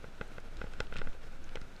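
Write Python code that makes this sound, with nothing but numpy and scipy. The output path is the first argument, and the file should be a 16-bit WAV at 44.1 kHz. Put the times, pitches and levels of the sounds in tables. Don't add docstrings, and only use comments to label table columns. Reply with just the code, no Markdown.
import sys
import numpy as np
from scipy import signal
from scipy.fft import rfft, irfft
from scipy.io import wavfile

SR = 44100
rng = np.random.default_rng(int(sys.argv[2]) if len(sys.argv) > 2 else 0)


def output_pcm(signal):
    pcm = np.clip(np.atleast_2d(signal).T, -1, 1) * 32767
    wavfile.write(sys.argv[1], SR, np.round(pcm).astype(np.int16))


N = 79380
TIME = np.arange(N) / SR
EVENT_TIME = np.arange(8192) / SR


def amp(db):
    return 10 ** (np.asarray(db) / 20)


def unit(x):
    return x / np.sqrt(np.mean(x ** 2) + 1e-20)


def add(mix, start, sound):
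    part = mix[max(round(start * SR), 0):][:len(sound)]
    part += sound[:len(part)]


def decay(t60):
    return np.exp(-np.log(1000) * EVENT_TIME / t60)


def damped_sine(hz, t60):
    return decay(t60) * np.sin(2 * np.pi * hz * EVENT_TIME)


def rough_impulse(noise_db, rise_t60, fall_t60):
    noise = rng.standard_normal(len(EVENT_TIME)) * (decay(fall_t60) - decay(rise_t60))
    force = amp(noise_db) * noise / np.linalg.norm(noise)
    force[0] += 1
    return force


def soften(x, cutoff_hz):
    return signal.sosfilt(signal.butter(2, cutoff_hz, fs=SR, output="sos"), x)


def colour(x, spectrum):
    hz, db = np.transpose(spectrum)
    bins = np.fft.rfftfreq(len(x), 1 / SR)
    gain = amp(np.interp(np.log(bins + 1), np.log(hz + 1), db))
    return unit(irfft(rfft(x) * gain, len(x)))


def drift(rate_hz):
    bins = np.fft.rfftfreq(N, 1 / SR)
    lowpass = np.exp(-(bins / rate_hz) ** 2) * (bins > 0)
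    return unit(irfft(rfft(rng.standard_normal(N)) * lowpass, N))


# t/s, level/dB, contact cutoff f/Hz; relative push/dB, low modes/dB, rebound/dB
CASE_IMPACTS = [(0.0423, -32, 1400, 1, -2, -35), (0.084, -43, 560, 6, -17, -29),
                (0.212, -23, 1730, -1, -4.5, -14), (0.382, -30, 1740, -7, -3.5, -35),
                (0.6151, -23, 1400, -8, -7.5, -15.5), (0.6412, -32.5, 1160, 8, -1.5, -17),
                (0.668, -39, 1600, -18, 0, -22), (0.736, -38.5, 3430, -25, -8, -27),
                (0.8036, -22, 6760, -1, -2, -28), (0.9245, -29, 1770, -0.5, -4.5, -10),
                (0.958, -31.5, 2200, 2.5, -3.5, 2.5), (1.0159, -26, 1900, -33, -2.5, -16),
                (1.0718, -28.5, 1650, 1.5, -7, -20), (1.148, -44, 704, -13, 3, -25),
                (1.555, -33, 1180, -7, 6, 1.5), (1.571, -32, 1810, 1, -5, -11),
                (1.616, -41, 2500, 8.5, -20, -9)]


def case_knocks():
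    rebound_delay_s = 0.0063
    thin_tap = signal.iirpeak(2040, Q=3.8, fs=SR)
    out = np.zeros(N)
    for start, db, cutoff_hz, push_db, low_db, rebound_db in CASE_IMPACTS:
        contact = rough_impulse(noise_db=-18, rise_t60=0.0125, fall_t60=0.025)
        ring = case_ring(low_db)
        push = amp(push_db) * damped_sine(hz=184, t60=0.0098)
        knock = soften(signal.fftconvolve(contact, ring + push), cutoff_hz)
        add(out, start, amp(db) * knock)
        add(out, start + rebound_delay_s, amp(db + rebound_db) * signal.lfilter(*thin_tap, ring))
    return out


# f/Hz, relative level/dB, t60/s
CASE_MODES = [(483.6, 3.5, 0.015), (839, -16, 0.06), (1447, -7, 0.027), (1527, -8.5, 0.023),
              (2038, -8, 0.019), (2624, -4, .01), (2994, -4, 0.0048), (3250, -8, 0.011),
              (3625, -11.5, 0.016), (4000, -11.5, 0.011), (5230, -9.5, 0.0089), (5670, -16.5, 0.0091),
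              (6980, -14, 0.0055), (7360, -12.5, 0.0064), (8900, -26, 0.01), (10900, -22, 0.0063)]


def case_ring(low_db):
    build_cycles, scatter_db = 0.47, 0.6
    ring = np.zeros(len(EVENT_TIME))
    for hz, db, t60 in CASE_MODES:
        gain = amp(db + scatter_db * rng.standard_normal() + low_db * (hz < 1000))
        build_up = 1 - np.exp(-hz * EVENT_TIME / build_cycles)
        ring += gain * build_up * damped_sine(hz, t60)
    return ring


# t/s, level/dB, resonance f/Hz, quality factor Q
TACK_SNAPS = [(0.278, -60, 7800, 4.5), (0.402, -56.5, 5500, 5.7), (0.5698, -47, 4000, 2.4),
              (0.735, -55, 5800, 3.4), (0.869, -47.5, 2800, 3.8), (0.94, -42.5, 2660, 1.6),
              (0.9668, -33.5, 2720, 2.6), (0.973, -43, 3560, 1.5), (0.985, -39.5, 3020, 2.8),
              (0.9885, -57, 2600, 3.2), (1.131, -51.5, 2740, 3.7), (1.442, -50, 6160, 12),
              (1.492, -45.5, 2790, 3.4), (1.556, -34, 2780, 3.8), (1.6149, -47, 3500, 1.3),
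              (1.764, -50.5, 4060, 9.2)]


def tack_ticks():
    t60 = 0.01
    out = np.zeros(N)
    for start, db, hz, q in TACK_SNAPS:
        release = rough_impulse(noise_db=6, rise_t60=t60 / 10, fall_t60=t60)
        resonance = signal.lfilter(*signal.iirpeak(hz, q, SR), release)
        snap = soften(resonance, 2 * hz)
        snap *= np.linalg.norm(decay(t60)) / np.linalg.norm(snap)
        add(out, start, amp(db) * snap)
    return out


# t/s, level/dB, f/Hz
HOOF_FALLS = [(0.58, -49, 40), (0.672, -44, 55), (0.9901, -26, 107), (1.068, -38, 71)]


def hoof_thuds():
    rise_s, t60_cycles = 0.0031, 2.4
    onset = np.minimum(EVENT_TIME / rise_s, 1)
    out = np.zeros(N)
    for start, db, hz in HOOF_FALLS:
        add(out, start, amp(db) * onset * damped_sine(hz, t60_cycles / hz))
    return out


# centre t/s, half-width t/s, level/dB
REIN_STROKES = [(0.615, 0.076, -55), (0.806, 0.045, -55), (0.977, 0.046, -50), (0.991, 0.0061, -49.5),
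                (1.239, 0.023, -56)]
# f/Hz, relative level/dB
FRICTION_SPECTRUM = [(100, 9.5), (500, -2), (1000, -11), (1400, 5.5), (1750, -4), (2500, -4.5), (3500, -8),
                     (4600, -19), (5300, -10), (6200, -38), (7400, -18.5), (14000, -71)]


def rein_scrapes():
    slips_per_s, spread_db = 2900, 5.5
    slips = (rng.random(N) < slips_per_s / SR) * rng.choice([-1, 1], N)
    strength = amp(spread_db * np.minimum(rng.exponential(1, N), 3))
    envelope = sum(amp(db) * np.exp(-((TIME - centre) / half) ** 2) for centre, half, db in REIN_STROKES)
    return envelope * colour(slips * strength, FRICTION_SPECTRUM)


# t/s, relative level/dB
SWAY_ENVELOPE = [(0.0, -44), (0.024, -47), (0.896, -38.5), (1.082, -26.5), (1.138, -42), (1.624, -36.5),
                 (1.664, -48), (1.764, -47), (1.8, -54)]


def body_sway():
    mean_hz, wander, gain_db = 14, 0.227, 1
    cycles = np.cumsum(mean_hz * (1 + wander * drift(rate_hz=6.1))) / SR
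    envelope = amp(gain_db + np.interp(TIME, *np.transpose(SWAY_ENVELOPE)))
    return envelope * np.sqrt(2) * np.sin(2 * np.pi * cycles)


# t/s, relative level/dB
RUMBLE_ENVELOPE = [(0.0, -57), (0.54, -57.5), (0.59, -47.5), (0.906, -51.5), (1.088, -45), (1.118, -54.5),
                   (1.628, -54), (1.674, -56), (1.8, -63)]
# f/Hz, relative level/dB
RUMBLE_SPECTRUM = [(12, -10.5), (22, -20), (35, 6.5), (60, 2), (120, -18.5), (250, -22), (600, -69)]


def air_rumble():
    gain_db = 0.5
    envelope = amp(gain_db + np.interp(TIME, *np.transpose(RUMBLE_ENVELOPE)))
    return envelope * colour(rng.standard_normal(N), RUMBLE_SPECTRUM)


# f/Hz, relative level/dB
HISS_SPECTRUM = [(59, -13), (100, 3), (118, 1.5), (227, -2), (359, -4), (546, -5), (607, -5), (1110, -12.5),
                 (1460, -5), (1700, -12), (2000, -14), (2580, -13.5), (3050, -18), (3840, -18),
                 (4640, -22.5), (6220, -24.5), (15000, -39.5)]


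def outdoor_hiss():
    level_db, flutter_db = -55, 1.08
    envelope = amp(level_db + flutter_db * drift(rate_hz=20))
    return envelope * colour(rng.standard_normal(N), HISS_SPECTRUM)


def scene():
    contacts = case_knocks() + tack_ticks() + hoof_thuds() + rein_scrapes()
    return (contacts + body_sway() + air_rumble() + outdoor_hiss())[None]


def record(dry):
    lowpass = signal.firwin(511, cutoff=15150, window=("kaiser", 9), fs=SR)
    return signal.oaconvolve(dry, lowpass[None], "same")


dry = scene()
out = record(dry)
output_pcm(out)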